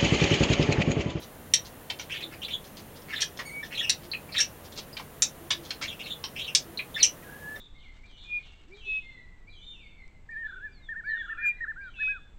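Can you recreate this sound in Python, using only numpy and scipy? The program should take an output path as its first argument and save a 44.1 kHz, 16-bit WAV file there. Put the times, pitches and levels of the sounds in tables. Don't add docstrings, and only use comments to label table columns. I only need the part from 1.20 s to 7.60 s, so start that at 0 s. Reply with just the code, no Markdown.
import sys
import numpy as np
from scipy import signal
from scipy.fft import rfft, irfft, next_fast_len
from scipy.io import wavfile
from scipy.ndimage import map_coordinates

SR = 44100
rng = np.random.default_rng(int(sys.argv[2]) if len(sys.argv) > 2 else 0)


def materialize(psi):
    bounded = np.clip(np.atleast_2d(psi).T, -1, 1)
    quanta = np.round(bounded * 32767).astype(np.int16)
    wavfile.write(sys.argv[1], SR, quanta)


N = 282240

THROAT_HZ = 1000
BEAK_HZ = 5870


def amp(db):
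    return 10 ** (np.asarray(db) / 20)


def unit(x):
    return x / np.sqrt(np.mean(x ** 2) + 1e-20)


def along(points, hz):
    freqs, values = np.transpose(points)
    return np.interp(np.log(hz + 1), np.log(freqs), values)


def filtered(x, response):
    size = next_fast_len(len(x) + 4096)
    hz = np.fft.rfftfreq(size, 1 / SR)
    return irfft(rfft(x, size) * response(hz), size)[:len(x)]


def noise(response, size=8192):
    return unit(filtered(rng.standard_normal(size), response))


def wobble(t, rate):
    return map_coordinates(rng.standard_normal(512), [t * rate], mode="mirror")


def resonance(hz, centre_hz, width_hz):
    return 1 / (1 + ((hz - centre_hz) / (width_hz / 2)) ** 2)


def gate(t, length, edge):
    opening = np.sin(np.pi / 2 * np.clip(t / edge, 0, 1))
    closing = np.sin(np.pi / 2 * np.clip((length - t) / edge + .5, 0, 1))
    return opening * closing


def add(track, start, x):
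    part = track[max(round(start * SR), 0):][:len(x)]
    part += x[:len(part)]


def clock(size=8192):
    return np.arange(size) / SR


def room_tone():
    # frequency in Hz, relative noise density in dB.
    floor = [(12, -35), (20, -3.5), (163, -1.5), (399, -6.5), (472, -4), (897, -11), (1530, -15),
             (2020, -15.5), (2200, -20), (2910, -19), (3440, -22), (4420, -25.5), (4810, -28),
             (11400, -21.5), (16000, -20.5)]
    # hum frequency in Hz, relative level in dB.
    hum = [(86.1, -56.5), (145.3, -57.5), (1023, -73)]
    # start in seconds, length in seconds, centre in Hz.
    swells = [(0.985, 0.2, 324), (1.514, 0.17, 216), (2.781, 0.11, 346), (4.179, 0.316, 339),
              (5.442, 0.14, 334)]
    out = amp(-47) * noise(lambda hz: amp(along(floor, hz)), size=N)
    t = clock(N)
    for hz, db in hum:
        phase = 2 * np.pi * hz * t + 0.52 * wobble(t, rate=4.58)
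        out += amp(db - 4.5) * np.sqrt(2) * np.sin(phase)
    t = clock(SR // 2)
    for start, length, centre_hz in swells:
        band = noise(lambda hz: resonance(hz, centre_hz, width_hz=22), size=len(t))
        gain = amp(-47.5 + along(floor, centre_hz))
        add(out, start, gain * band * gate(t, length, edge=0.019))
    return out


def room(direct, tail_db, size=12288):
    # delay of a wall's reflection in seconds, gain.
    walls = [(.0009, 0.26), (.0022, 0.36), (.0068, 0.6), (0.0099, 0.18)]
    # frequency in Hz, seconds the tail takes to fall 60 dB.
    decay_times = [(500, 0.14), (3000, 0.14), (6000, 0.13), (12000, 0.072)]
    window = signal.get_window("hann", size)
    build_up = 1 - np.exp(-clock(size) / 0.00086)
    padded = np.pad(direct, (size // 2, size))
    early, wet = np.zeros(N), np.zeros(len(padded) + 2 * size)
    for first in range(0, N + size // 2, size // 2):
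        hz, times, spectra = signal.stft(rng.standard_normal(size), SR, nperseg=256)
        decay = amp(-60 * times / along(decay_times, hz)[:, None])
        tail = signal.istft(spectra * decay, SR, nperseg=256)[1][:size] * build_up
        block = padded[first:first + size] * window
        add(wet, first / SR, signal.fftconvolve(block, tail / np.linalg.norm(tail)))
    for delay, gain in walls:
        add(early, delay, gain * direct)
    return amp(-5.5) * (direct + early) + amp(tail_db) * wet[size // 2:][:N]


def feathers():
    # start in seconds, length in seconds, level in dB.
    rustles = [(0, 0.038, -48.5), (0.446, 0.024, -44.5), (0.789, 0.037, -40.5), (1.437, 0.035, -53),
               (1.558, 0.047, -51), (1.748, 0.031, -48.5), (1.815, 0.0078, -50), (2.167, 0.0077, -43.5),
               (2.442, 0.028, -48.5), (2.816, 0.037, -47.5), (3.438, .036, -53.5), (3.518, 0.0068, -47),
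               (3.555, 0.014, -40.5), (3.575, 0.0222, -34), (4.432, 0.087, -51), (4.616, 0.043, -41)]
    # frequency in Hz, gain of the rustle there in dB.
    colour = [(400, 2.5), (1500, -6.5), (3500, 7), (6000, 4.5), (8000, -8.5), (14000, -38)]
    out, t = np.zeros(N), clock()
    for start, length, db in rustles:
        barbs = noise(lambda hz: amp(along(colour, hz))) * amp(7.5 * wobble(t, rate=601))
        add(out, start, amp(db) * unit(barbs) * gate(t, length, edge=0.0011))
    return out


def puff(response, length, attack_s, fall_power):
    t = clock()
    envelope = (1 - np.exp(-t / attack_s)) * np.exp(-(t / length) ** fall_power)
    return unit(noise(response) * envelope) * np.sqrt(length / t[-1])


def bursts(rows, colour, ring_hz, width_hz, own_db, attack_s, fall_power):
    out = np.zeros(N)
    for start, db, length, own_hz, ring_db, tilt_db in rows:
        def air(hz):
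            shared_ring = amp(ring_db) * resonance(hz, ring_hz, width_hz)
            own_ring = amp(own_db) * resonance(hz, own_hz, width_hz)
            tilt = amp(tilt_db * np.log2(np.maximum(hz, THROAT_HZ)))
            return np.hypot(amp(along(colour, hz)), shared_ring + own_ring) * tilt
        add(out, start, amp(db) * puff(air, length, attack_s, fall_power))
    return out


def clucks():
    # start in seconds, level in dB, length in seconds, beak ring in Hz,
    # throat ring in dB, treble tilt in dB per octave.
    pulses = [(.6995, -27.5, 0.007, 3360, -5, -0.7), (.7955, -30.5, 0.0044, 5870, -11, -5.5),
              (2.189, -33, 0.017, 1850, 4.5, -1.5), (3.768, -31, 0.0043, 4320, -15, -3.5),
              (3.795, -37.5, 0.0099, 2140, 13, 0.5), (4.3045, -19.5, 0.0092, 3500, -12, -1.5),
              (4.5055, -25, 0.0046, 4100, -10, -1.8), (4.612, -34.5, 0.017, 1490, -11, -1),
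              (5.0395, -24, 0.003, 5600, -6.5, -2)]
    # frequency in Hz, gain of the cluck there in dB.
    colour = [(300, -23), (800, -28), (1500, -6), (2100, -2.5), (3400, 2.5), (4400, -3.5), (5500, -2),
              (7300, -13), (9000, -16.5), (12000, -62)]
    return bursts(pulses, colour, THROAT_HZ, width_hz=510, own_db=7.5, attack_s=0.00077, fall_power=2.2)


def ticks():
    # start in seconds, level in dB, length in seconds, own ring in Hz,
    # beak ring in dB, treble tilt in dB per octave.
    pulses = [(.3372, -7, 0.0036, 3700, 1, 1.3), (2.005, -29.5, 0.029, 3300, 0, 0.5),
              (2.0185, -17.5, 0.0066, 3200, 9.5, -4), (2.6955, -13, 0.0049, 3600, 0.5, -1),
              (3.182, -25.5, 0.0098, 3920, 4, 2), (3.202, -18.5, 0.011, 2700, 10, -0.5),
              (4.0212, -9.5, 0.0026, 2520, 4.5, 1.7), (5.3497, -8.5, 0.0038, 5700, 3, -1),
              (5.8285, -11, 0.0069, 3170, 10.5, 2.8), (5.8455, -14, 0.003, 2480, 14, 2)]
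    # frequency in Hz, gain of the tick there in dB.
    colour = [(500, -57), (1100, -41), (1900, -18.5), (2700, -13.5), (3500, -10), (4600, -7.5), (6000, -23),
              (7400, -12), (9000, -17.5), (10800, -31.5), (12300, -29.5), (14000, -46)]
    return bursts(pulses, colour, BEAK_HZ, width_hz=530, own_db=-3, attack_s=0.0001, fall_power=2.9)


def squeaks():
    # start in seconds, level in dB.
    calls = [(2.9155, -26), (5.5732, -26)]
    # delay in seconds, length in seconds, pitch in Hz.
    notes = [(0, 0.0029, 4240), (0.018, 0.0052, 2510)]
    out = np.zeros(N)
    for start, db in calls:
        for delay, length, pitch_hz in notes:
            ring = lambda hz: resonance(hz, pitch_hz, width_hz=520)
            add(out, start + delay, amp(db) * puff(ring, length, attack_s=0.00054, fall_power=3.2))
    return out


def whistles():
    # start in seconds, length in seconds, pitch in Hz, level in dB, overtone gain in dB.
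    notes = [(2.25, 0.17, 2227, -42.5, -1.5), (6.034, .32, 1645, -42.5, -33)]
    # relative level in dB, fade in dB per second.
    harmonics = [(-3.5, 210), (-9, 170), (-5.5, 98)]
    out, t = np.zeros(N), clock(SR // 2)
    climb_oct = 0.22 * t
    dip_oct = 0.11 * np.exp(-((t - 0.053) / 0.0084) ** 2)
    sag_db = 5 * np.exp(-((t - 0.067) / 0.025) ** 2)
    for start, length, hz, db, overtone_db in notes:
        tremble = 1 + 0.0089 * wobble(t, rate=170)
        phase = 2 * np.pi * np.cumsum(hz * 2 ** (climb_oct - dip_oct) * tremble) / SR
        overtones = sum(amp(level - fade * t) * np.sin(k * phase)
                        for k, (level, fade) in enumerate(harmonics, start=2))
        tone = np.sqrt(2) * (amp(-sag_db) * np.sin(phase) + amp(overtone_db) * overtones)
        add(out, start, amp(db) * tone * gate(t, length, edge=0.0094))
    return out


def syllable(length, hz, oct_per_s, rough, pulse_hz=360):
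    t = clock()
    glide_hz = hz * 2 ** (oct_per_s * (np.minimum(t, length) - length / 2))
    jitter_hz = rough * 640 * wobble(t, rate=1100)
    phase = 2 * np.pi * np.cumsum(glide_hz + jitter_hz) / SR
    flutter = amp(rough * 8 * wobble(t, rate=420))
    overtone_db = -8 - 17 * np.log2(glide_hz / 1776)
    beak_db = 4 * resonance(2 * glide_hz, BEAK_HZ, width_hz=1600)
    overtones = np.sin(2 * phase) + amp(-9) * np.sin(3 * phase)
    tone = np.sin(phase) + amp(overtone_db + beak_db) * overtones
    pulses = 1 + 0.95 * rough * np.cos(2 * np.pi * pulse_hz * t + 2.67 * wobble(t, rate=136))
    return unit(flutter * pulses * tone) * gate(t, length, edge=0.23 * length)


def warble():
    # start in seconds, length in seconds, middle pitch in Hz, level in dB.
    rasps = [(0.891, .052, 2790, -35), (0.936, 0.036, 2206, -42), (0.954, 0.025, 3440, -38),
             (1.002, .028, 2530, -41.5), (1.111, .03, 2030, -44), (1.228, 0.026, 3510, -35),
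             (1.281, 0.019, 2604, -39.5), (1.303, 0.026, 3410, -35.5), (1.877, 0.071, 2280, -41.5),
             (1.933, 0.03, 3030, -41.5), (1.972, 0.042, 2335, -38.5), (2.504, 0.064, 2570, -39.5),
             (2.574, 0.013, 3080, -30), (3.119, .025, 4480, -36.5), (3.141, 0.0287, 2620, -31),
             (4.621, 0.039, 2336, -35), (4.791, 0.031, 2900, -35), (4.853, 0.04, 2920, -42.5),
             (5.155, 0.0351, 2754, -36), (5.19, 0.033, 3025, -30.5), (5.229, 0.025, 3365, -40),
             (5.776, 0.0295, 2345, -34)]
    chirps = [(1.022, 0.024, 3740, -33), (1.217, 0.013, 2870, -35.5), (1.328, 0.022, 3387, -28.5),
              (1.956, .025, 3650, -31.5), (2.549, 0.014, 3875, -31.5), (2.588, 0.016, 3430, -24.5),
              (2.624, 0.026, 2824, -29.5), (2.666, .03, 2730, -39.5), (3.082, 0.046, 2310, -50),
              (3.16, 0.024, 3664, -24), (3.196, 0.0178, 2777, -27), (3.728, 0.0087, 4860, -43),
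              (4.677, 0.02, 3356, -31.5), (4.7, 0.0326, 2890, -42), (4.83, 0.041, 4110, -45),
              (4.898, 0.034, 3524, -32), (5.264, 0.0363, 2824, -37.5), (5.742, 0.017, 3530, -33.5),
              (5.798, 0.031, 4100, -27.5), (5.824, 0.023, 2870, -27.5), (6.021, 0.022, 2000, -53.5)]
    # start in seconds, level in dB.
    pips = [(1.927, -31), (2.019, -31), (2.428, -32), (2.608, -30.5), (3.184, -25), (5.761, -29.5),
            (6.356, -40.5)]
    out = np.zeros(N)
    for start, length, hz, db in rasps:
        add(out, start, amp(db) * syllable(length, hz, oct_per_s=6.2, rough=0.598))
    for start, length, hz, db in chirps:
        add(out, start, amp(db) * syllable(length, hz, oct_per_s=-5, rough=0.284))
    for start, db in pips:
        add(out, start, amp(db) * syllable(length=0.0097, hz=1802, oct_per_s=-21, rough=0.097))
    return out


def scene():
    bird = ticks() + clucks() + warble() + whistles() + squeaks() + feathers()
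    return (room(bird, tail_db=-2.5) + room_tone())[None]


def record(dry):
    notch_hz, top_hz = 7880, 15900
    notched = signal.lfilter(*signal.iirnotch(notch_hz, Q=28, fs=SR), dry)
    return np.array([filtered(channel, lambda hz: hz < top_hz) for channel in notched])


dry = scene()
out = record(dry)
materialize(out)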